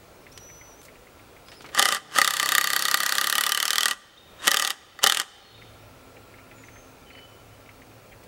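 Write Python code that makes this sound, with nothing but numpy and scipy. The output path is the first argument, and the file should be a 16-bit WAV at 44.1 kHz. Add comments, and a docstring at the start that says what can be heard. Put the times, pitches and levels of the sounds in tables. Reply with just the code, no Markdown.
"""A cordless impact driver sinks a long screw through a board into a tree, a few metres from a camera.
The motor whines on a light trigger, then the hammer strikes about 35 times a second: one long drive and three short bursts.
Birds and a far engine sound in the woods; the camera's gain control ducks them under the blows."""
import sys
import numpy as np
from scipy import signal
from scipy.fft import rfft, irfft
from scipy.io import wavfile
from scipy.ndimage import uniform_filter1d

SR = 44100
rng = np.random.default_rng(int(sys.argv[2]) if len(sys.argv) > 2 else 0)


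def persist_wave(psi):
    """Save psi, clipped to +-1, as 16-bit WAV."""
    counts = np.round(np.clip(psi, -1, 1) * 32767).astype(np.int16)
    wavfile.write(sys.argv[1], SR, np.atleast_2d(counts).T)


N = 364707

# what the board and the driver ring with: (Hz, dB, t60 s)
MODES = [(222, -19, 0.028), (422, -12.5, 0.024), (569, -15, 0.088), (796, -10, 0.078), (1130, -15.5, 0.055), (1208.5, 1, 0.086), (1325, -1.5, 0.028), (1550, 10, 0.0089), (1730, 7, 0.0079), (1780, 7, 0.013), (1879, 8, 0.026), (1960, -1, 0.069), (3640, -12.5, 0.056), (4573, -3, 0.036)]
# colours of the crack, the gears and the woods: (Hz, dB per Hz)
CRACK = [(40, -46), (150, -28), (400, -18.5), (1000, -7.5), (1700, 4), (2250, -3), (3300, 1.5), (4300, 0), (5000, -1), (7200, -2), (9500, -4), (10500, -6.5), (13000, -6), (16000, -12.5)]
GEARS = [(60, -41), (250, -13), (900, -8.5), (1200, 1), (1400, -3), (1930, 0), (2200, -13.5), (3050, -1.5), (4100, -12), (4550, -11.5), (5000, -10), (8500, -12), (11000, -16), (16000, -29)]
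WOODS = [(15, -44), (25, -2), (103, -3), (176, -8.5), (257, -8), (301, -7.5), (529, -5.5), (856, -11.5), (1350, -13.5),
         (1460, -16), (2500, -20), (2850, -20), (3090, -21.5), (3350, -21.5), (15000, -31.5)]
WOODS_DB = -51
# the screw squeals in the wood: (s, dB)
SQUEAL = [(2.15, -33), (2.3, -29), (2.65, -25), (3.0, -29), (3.4, -38), (3.9, -37)]
# motor on a light trigger, one table a squeeze: (s, pitch Hz, dB)
WHINES = [[(.315, 5000, -50), (.335, 6080, -58), (.365, 5770, -53), (.398, 5950, -55), (.415, 5740, -51), (.45, 5925, -50), (.68, 5970, -55), (.746, 5760, -55), (.765, 6130, -66), (.815, 6150, -51)],
          [(1.46, 4930, -61), (1.505, 5250, -57), (1.53, 4300, -62), (1.56, 5100, -59), (1.578, 5280, -54), (1.625, 4170, -66)]]
# the bit settling in the screw head: (s, dB, centre Hz, t60 s)
CLICKS = [(.325, -48, 6000, 0.037), (.376, -34, 4060, 0.027), (0.815, -46, 5500, 0.036), (0.829, -50.5, 8500, 0.17), (0.851, -47, 6500, 0.078), (1.484, -37.5, 2400, 0.03), (1.517, -43, 2500, 0.16), (1.607, -39.5, 2030, 0.035), (1.619, -45, 4000, 0.068), (1.643, -41, 1410, 0.16), (1.661, -44, 3500, 0.06), (1.688, -42, 2000, 0.06), (8.235, -51.5, 8000, .06)]
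# faint dry ticks in the woods: (s, dB)
TICKS = [(.266, -44), (.498, -45), (.612, -46), (.884, -45.5), (5.617, -41.5), (6.167, -45), (6.384, -46), (6.513, -43.5), (6.636, -44.5), (6.685, -43.5), (6.758, -42), (7.103, -44.5), (7.151, -44), (7.184, -43.5), (7.691, -46.5), (8.119, -43)]
# bird notes: (s, length s, first Hz, last Hz, dB)
BIRDS = [(4.168, 0.026, 3510, 3850, -42.5), (4.385, 0.034, 3680, 3800, -44), (5.368, 0.22, 4360, 4220, -52), (5.53, 0.045, 3400, 3950, -47.5), (6.526, 0.14, 7200, 6660, -58), (6.628, 0.061, 6330, 6000, -56), (6.687, 0.19, 6240, 6460, -55.5), (7.044, 0.08, 3070, 3040, -54), (7.087, 0.22, 2976, 3016, -50.5), (7.1, 0.055, 3820, 4900, -59), (7.157, .045, 4900, 4100, -60)]
# a far engine: (s, dB)
ENGINE = [(0, -78), (.6, -61), (1.2, -70), (1.7, -82), (4.3, -87), (5.3, -66), (5.8, -55.5), (6.5, -56.5), (7.3, -60.5), (8.27, -59.5)]
# the trees' echo: (Hz, t60 s)
TREES = [(200, 0.89), (800, 1.09), (1800, 0.87), (3500, 1.3), (8000, 0.51), (15000, 0.47)]
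EDGE_HZ = 16000  # fixed
TIME = np.arange(N) / SR
# the screw itself clanks more as it tightens: (s, dB beside the crack)
TIGHT = [(1.8, -15), (2.6, -19), (3.1, -24), (3.5, -7), (3.9, -7.5), (4.5, -11.5), (5.2, -11.5)]
# the motor's low hum: (s, Hz, dB)
HUM = [(1.5, 141.6, -65), (1.75, 142.2, -57.5), (2.1, 147.8, -48), (2.3, 150.8, -42.5), (2.8, 165, -41.5), (3.201, 194.6, -45), (3.6, 210, -50), (3.92, 206, -52)]
# a far chorus in the woods: (s, dB)
CHORUS = [(0, -69), (5.6, -62.5), (6.5, -61.5), (8.27, -69)]
# the colour of the trees' echo: (Hz, dB per Hz)
ECHO = [(60, -16), (200, 11.5), (560, 3.5), (790, 5), (1200, 0.5), (2000, -0.5), (3200, -5), (4500, -4), (8500, 4), (15000, -4)]
# how firmly the bit sits in the screw, as the lift of the top treble: (s, dB)
SEAT = [(1.8, -6), (2.3, 1.5), (2.7, 2), (3.3, 2.5), (3.9, -2.5), (4.5, -2.5), (5.1, -6)]
# speed of the hammer, one table a pull of the trigger, from the first blow on: (s, blows a second)
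RATES = [
    [(1.7946, 32.42), (1.86, 33.54), (1.91, 24.7), (1.955, 54.45)],
    [(2.1854, 33.11), (2.4, 32.64), (2.9, 33.38), (3.22, 33.37), (3.29, 36.46), (3.44, 35.67), (3.85, 40.58),
     (3.92, 33.47)],
    [(4.4788, 20.98), (4.52, 35.78), (4.66, 39.68), (4.715, 27.91)],
    [(5.0401, 28.1), (5.09, 40.34), (5.16, 40.67), (5.21, 32.37)],
]  # fixed
# force of the blows, one table a pull: (s, crack of the steel dB, knock of the board dB)
FORCES = [[(1.795, 4.5, -1.5), (1.887, -1.5, -6), (1.947, -8, -12.5)],
          [(2.185, -1.5, 3), (2.215, -3, -3.5), (2.275, -0.5, -5.5), (2.31, -9, -16), (2.45, -9, -9.5), (2.57, -2, -5.5), (2.68, -8, -13), (3.1, -7.5, -12), (3.45, -5.5, -13.5), (3.65, -9, -19.5), (3.88, -5.5, -14), (3.91, -8.5, -10)],
          [(4.479, 4, -1), (4.515, 0, -9.5), (4.62, -5.5, -11.5), (4.704, -8, -17.5)],
          [(5.04, 5.5, -4), (5.097, 4.5, -14), (5.145, -4.5, -23), (5.2, -3.5, -16)]]
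# the pulls: (spin-up before the first blow s, gears dB, graze ahead of each blow dB, thud of the board's low modes dB)
PULLS = [(0.073, -12, -10.5, 2.5), (0.11, -15.5, -27, -3), (0.092, -16.5, -8.5, 2.5), (0.029, -13.5, -15.5, 6.5)]
# as the screw turns, the bit bites hard at regular steps: (from s, to s, every so many blows)
BITES = [(2.2, 3.0, 6), (3.17, 3.6, 4), (3.61, 3.9, 3)]  # fixed
BITE_CRACK_DB, BITE_KNOCK_DB = 3, 4.5
UNEVEN_CRACK_DB, UNEVEN_KNOCK_DB = 1.17, 2.5
GRAZE_LEAD_S, GRAZE_KNOCK_DB = .0065, 2
# each pull opens with a jolt that soon settles
JOLT_S, JOLT_THUD_DB, JOLT_GEARS_DB = 0.071, 5.5, 3
SPIN_UP_DB, RUN_ON_S, COAST_DB_PER_S, GEARS_FOLLOW = 37, 0.016, 520, 0.46
# the loose bit knocks in the screw head as a pull takes hold or lets go: (s, crack dB, knock dB)
JUMPS = [(1.7484, -23.5, -23.5), (1.7769, -31, -10), (1.9675, -24.5, -17), (2.162, -36, -15), (4.9898, -40, -34), (5.0635, -2, -2), (5.216, -16, -31)]
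# the motor turns rough as it sags below its smooth pitch
SMOOTH_HZ, ROUGH_PER_HZ = 5900, .0006  # fixed
# what the screw rings with: (Hz, dB, t60 s)
SCREW = [(3060, 7.5, 0.022), (3150, -8, 0.013), (3500, -4, 0.021)]


def gain_of(db):
    """Decibels to amplitude."""
    return 10 ** (np.asarray(db) / 20)


def evened(x):
    """Scales to rms 1."""
    return x / np.sqrt(np.mean(x ** 2) + 1e-20)


def read(points, hz):
    """A spectrum table on a log-frequency axis."""
    f, value = np.transpose(points)
    return np.interp(np.log(hz + 1), np.log(f + 1), value)


def level(rows):
    """Gain over time from (s, dB) rows, silent outside them."""
    s, db = np.transpose(rows)
    return gain_of(np.interp(TIME, s, db)) * (TIME >= s[0]) * (TIME <= s[-1])


def add(mix, s, sound):
    """Mixes a sound in at time s."""
    part = mix[max(round(s * SR), 0):][:len(sound)]
    part += sound[:len(part)]


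def band(hz, width_hz, size=N):
    """Noise in one steep resonance."""
    f = np.fft.rfftfreq(size, 1 / SR)
    return evened(irfft(rfft(rng.standard_normal(size)) / (1 + ((f - hz) / width_hz) ** 2), size))


def coloured(x, points, size=2048):
    """Causal filter of unit energy with the given spectrum."""
    log_gain = np.log(gain_of(read(points, abs(np.fft.fftfreq(size, 1 / SR)))))
    taps = np.fft.ifft(np.exp(np.conj(signal.hilbert(log_gain)))).real
    return signal.oaconvolve(x, taps / np.linalg.norm(taps))[:N]


def hammer(crack_t60=0.018, snap=.07, alike=0.48, drift=0.092, clank_vary_db=3, thump_db=-24, thump_hz=340, thump_width_hz=260, thump_t60=0.054, lowest_hz=105):
    """Each blow is a hard snap and a clatter of steel, partly alike each time; it thumps the board and sets board and screw ringing."""
    t = np.arange(SR // 10) / SR
    clatter = np.exp(-np.log(1000) * t / crack_t60)
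    steel, share, change = rng.standard_normal(len(t)), np.clip(alike, 0, 1), np.clip(drift, 0, 1)
    cracks, knocks, clanks = np.zeros((3, N))
    for s, steel_db, board_db, thud_db in blows():
        # the clatter slowly changes its colour as the screw sinks
        steel = np.sqrt(1 - change) * steel + np.sqrt(change) * rng.standard_normal(len(t))
        crack = clatter * (np.sqrt(share) * steel + np.sqrt(1 - share) * rng.standard_normal(len(t)))
        # the hammer lands fully a moment after first touch
        crack[SR // 3000] = np.sqrt(abs(snap) * rng.uniform(0, 3.6)) * np.linalg.norm(crack)
        add(cracks, s, gain_of(steel_db) * crack / np.std(crack[:SR // 250]))
        board = ring([(hz, db + thud_db * (hz < 1000), t60) for hz, db, t60 in MODES], t)
        thump = gain_of(thump_db + thud_db) * np.exp(-np.log(1000) * t / thump_t60) * band(thump_hz, thump_width_hz, size=len(t))
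        add(knocks, s, gain_of(board_db) * (board + thump))
        clank_db = steel_db + np.interp(s, *np.transpose(TIGHT)) + clank_vary_db * rng.standard_normal()
        add(clanks, s, gain_of(clank_db) * ring(SCREW, t, vary_db=4, detune=0.024))
    # the small board radiates no deep bass
    knocks = signal.sosfilt(signal.butter(4, lowest_hz, "high", fs=SR, output="sos"), knocks)
    return coloured(cracks, CRACK) + knocks + clanks


def gears(mesh_hz=165, chatter=0.28, grit_db=2.0, edge_hz=4500, bite_db=-22):
    """Gears and thread grind in gritty pulses, bright only once the bit bites; the screw squeals as it turns."""
    turns = np.cumsum(mesh_hz * (1 + 0.0564 * band(0, 9.25))) / SR
    grind = rng.standard_normal(N) * (1 + chatter * np.cos(2 * np.pi * turns)) * gain_of(grit_db * band(0, 180))
    grind, load = evened(coloured(grind, GEARS)), gear_load()
    dull = signal.sosfiltfilt(signal.butter(1, edge_hz, fs=SR, output="sos"), grind)
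    bright = np.minimum(load / gain_of(bite_db), 1) ** .5
    return load * (dull + bright * (grind - dull)) + level(SQUEAL) * band(4450, 200)


def whine(wobble=.07, rasp=0.6, octave_db=-16):
    """A thin motor tone and its octave, raspy while the bit seeks its seat."""
    out = np.zeros(N)
    for rows in WHINES:
        s, *columns = np.transpose(rows)
        t = np.arange(s[0], s[-1], 1 / SR)
        hz, db = (np.interp(t, s, c) for c in columns)
        rough = np.clip(ROUGH_PER_HZ * (SMOOTH_HZ - hz), 0, 1)
        angle = 2 * np.pi * np.cumsum(hz * (1 + wobble * rough * band(0, 870, size=len(t)))) / SR
        tone = np.sqrt(2) * (np.sin(angle) + gain_of(octave_db) * (1 + 2 * rough) * np.sin(2 * angle))
        tone *= 1 + rasp * rough * band(0, 200, size=len(t))
        add(out, s[0], gain_of(db) * tone * signal.windows.tukey(len(t), .03))
    return out


def small_sounds(click_width=1.0, tick_hz=2150, tick_width_hz=430, tick_t60=0.058, faint_db=-50, count=30):
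    """Clicks of the bit and dry ticks among the trees, with fainter ones at random: puffs of noise that die fast."""
    out, t = np.zeros(N), np.arange(SR // 5) / SR
    attack = 1 - np.exp(-t / 0.00024)
    for s, db, hz, t60 in CLICKS:
        add(out, s, gain_of(db) * attack * np.exp(-np.log(1000) * t / t60) * band(hz, click_width * hz, size=len(t)))
    faint = [(when * N / SR, faint_db + 6 * (size - .5)) for when, size in rng.random((count, 2))]
    for s, db in list(TICKS) + faint:
        add(out, s, gain_of(db) * attack * np.exp(-np.log(1000) * t / tick_t60) * band(tick_hz, tick_width_hz, size=len(t)))
    return out


def birds(waver=0.012):
    """Gliding whistles."""
    out = np.zeros(N)
    for s, length, first_hz, last_hz, db in BIRDS:
        hz = np.linspace(first_hz, last_hz, int(length * SR))
        # long notes are held steadier than short chirps
        hz = hz * (1 + waver * min(0.069 / length, 1) * band(0, 120, size=SR)[:len(hz)])
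        add(out, s, gain_of(db) * np.sqrt(2) * np.sin(2 * np.pi * np.cumsum(hz) / SR) * signal.windows.hann(len(hz)))
    return out


def woods(patchy_db=.9, engine_hz=108, overtone_hz=262, overtone_db=-6, hiss_db=-68):
    """Distant outdoor wash in drifting patches, a far engine's drone and a thin high hiss."""
    hz, _, z = signal.stft(rng.standard_normal(N), SR, nperseg=2048)
    patches = evened(uniform_filter1d(uniform_filter1d(rng.standard_normal(z.shape), size=14, axis=0), size=6, axis=1))
    wash = signal.istft(z * gain_of(read(WOODS, hz)[:, None] + patchy_db * patches), SR)[1][:N]
    engine = level(ENGINE) * (band(engine_hz, 5.6) + gain_of(overtone_db) * band(overtone_hz, 4.4))
    return gain_of(WOODS_DB) * evened(wash) + engine + gain_of(hiss_db) * band(15660, 80)


def ground(x, delay_s=.0094, echo_db=-12, dull_hz=4000):
    """One bounce off the leafy ground, which soaks up the treble."""
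    keep = np.exp(-2 * np.pi * dull_hz / SR)
    dull = signal.lfilter([1 - keep], [1, -keep], x)
    return x + gain_of(echo_db) * np.interp(TIME - delay_s, TIME, dull, left=0)


def trees(x, build_s=0.0092):
    """Scatter from many trunks, the treble dying first."""
    hz, t, z = signal.stft(rng.standard_normal(SR), SR, nperseg=256)
    fade = np.exp(-np.log(1000) * t / read(TREES, hz)[:, None]) * (1 - np.exp(-t / build_s))
    tail = signal.istft(z * fade, SR)[1]
    return signal.oaconvolve(x, tail / np.linalg.norm(tail))[:N]


def hum(throb=0.59, waver=0.012, octave_db=-4, third_db=-3):
    """The motor's low note and its overtones climb through the long drive and throb as the hammer winds up and lets go."""
    s, hz, db = np.transpose(HUM)
    angle = 2 * np.pi * np.cumsum(np.interp(TIME, s, hz) * (1 + waver * band(0, 19.7))) / SR
    swing = 1 + throb * np.sin(2 * np.pi * np.cumsum(np.interp(TIME, *np.transpose(RATES[1]))) / SR)
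    tone = np.sin(angle) + gain_of(octave_db) * np.sin(2 * angle) + gain_of(third_db) * np.sin(3 * angle)  # fixed
    return level(np.transpose([s, db])) * swing * tone


def chorus(low_hz=1360, high_hz=2400, high_db=-2):
    """Far calls blur into two soft bands."""
    return level(CHORUS) * (band(low_hz, 49) + gain_of(high_db) * band(high_hz, 270))


def seated(x, edge_hz=10500):
    """Lifts or lowers the top treble with the seat of the bit."""
    top = signal.sosfiltfilt(signal.butter(4, min(edge_hz, SR / 3), "high", fs=SR, output="sos"), x)
    return x + (gain_of(np.interp(TIME, *np.transpose(SEAT))) - 1) * top


def blow_times(rates):
    """The hammer strikes each time it has wound up once."""
    s, per_s = np.transpose(rates)
    t = np.arange(s[0], s[-1], 1 / SR)
    turns = np.cumsum(np.interp(t, s, per_s)) / SR
    return np.interp(np.arange(int(turns[-1]) + 1), turns, t)


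def blows():
    """Rows (s, crack dB, knock dB, thud dB): every blow, the graze just ahead of it, and the jumps of the bit."""
    rows = [(*jump, 0) for jump in JUMPS]
    for rates, force, (_, _, graze_db, thud_db) in zip(RATES, FORCES, PULLS):
        s = blow_times(rates)
        at, crack, knock = np.transpose(force)
        jolt, bite = np.exp((s[0] - s) / JOLT_S), np.zeros(len(s))
        for start, end, every in BITES:
            bite[np.flatnonzero((s > start) & (s < end))[::int(every)]] = 1
        shared, own, early = rng.standard_normal((len(s), 3)).T * (1 - jolt)
        crack = np.interp(s, at, crack) + BITE_CRACK_DB * bite + UNEVEN_CRACK_DB * shared
        knock = np.interp(s, at, knock) + BITE_KNOCK_DB * bite + UNEVEN_KNOCK_DB * (shared + own) / np.sqrt(2)
        thud = thud_db + JOLT_THUD_DB * jolt
        rows += zip(s, crack, knock, thud)
        rows += zip(s - GRAZE_LEAD_S * (1 + early / 10), crack + graze_db - GRAZE_KNOCK_DB, knock + graze_db + GRAZE_KNOCK_DB * (1 - 2 * jolt), thud)
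    return rows


def gear_load():
    """In each pull the gears spin up, jolt, follow the force of the blows and coast to rest."""
    load = np.zeros(N)
    for rates, force, (spin_up_s, gears_db, _, _) in zip(RATES, FORCES, PULLS):
        s = blow_times(rates)
        at, _, knock = np.transpose(force)
        db = gears_db + GEARS_FOLLOW * np.interp(TIME, at, knock) + JOLT_GEARS_DB * np.exp(-abs(TIME - s[0]) / JOLT_S)
        db -= SPIN_UP_DB * np.maximum(s[0] - TIME, 0) / spin_up_s + COAST_DB_PER_S * np.maximum(TIME - s[-1] - RUN_ON_S, 0)
        load += gain_of(np.maximum(db, -200))  # fixed
    return load


def ring(modes, t, vary_db=2.0, detune=0.007, rise_s=0.0012):
    """Modes of a struck part, of rms 1 at first; the bit meets the screw a little differently every time."""
    hz, db, t60 = np.transpose(modes)[:, :, None]
    size, shift, stretch = rng.standard_normal((3, *hz.shape))
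    angle = 2 * np.pi * hz * (1 + detune * stretch) * t + np.pi * np.arange(len(hz))[:, None] + 0.85 * shift
    sound = (1 - np.exp(-t / rise_s)) * (gain_of(db + vary_db * size) * np.exp(-np.log(1000) * t / t60) * np.sin(angle)).sum(0)
    return sound / np.std(sound[:SR // 150])


def scene(driver_wet_db=-28, bird_dry_db=-2, bird_wet_db=-7):
    """The near driver is almost dry; the birds are far and wet."""
    driver = ground(seated(hammer() + gears()) + hum() + whine() + small_sounds())
    song = birds()
    echo = trees(gain_of(driver_wet_db) * coloured(driver, ECHO) + gain_of(bird_wet_db) * song)
    return (driver + gain_of(bird_dry_db) * song + echo + woods() + chorus())[None]


def record(dry, threshold_db=-42, squeeze=0.41, recover_db_per_s=30, sense_s=0.023, hiss_db=-71):
    """Gain control falls quickly and recovers slowly; then the converter's hiss, full scale and the band limit."""
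    keep = np.exp(-1 / (sense_s * SR))
    power_db = 10 * np.log10(signal.lfilter([1 - keep], [1, -keep], dry[0] ** 2) + 1e-12)
    fall = recover_db_per_s * TIME
    duck_db = np.maximum.accumulate(squeeze * np.maximum(power_db - threshold_db, 0) + fall) - fall
    ducked = dry / gain_of(duck_db) + gain_of(hiss_db) * rng.standard_normal(N)
    ducked = np.clip(ducked, -.9, .9)  # fixed
    return signal.oaconvolve(ducked, signal.firwin(255, EDGE_HZ, window=("kaiser", 8), fs=SR)[None], "same")  # fixed


dry = scene()
out = record(dry)
persist_wave(out)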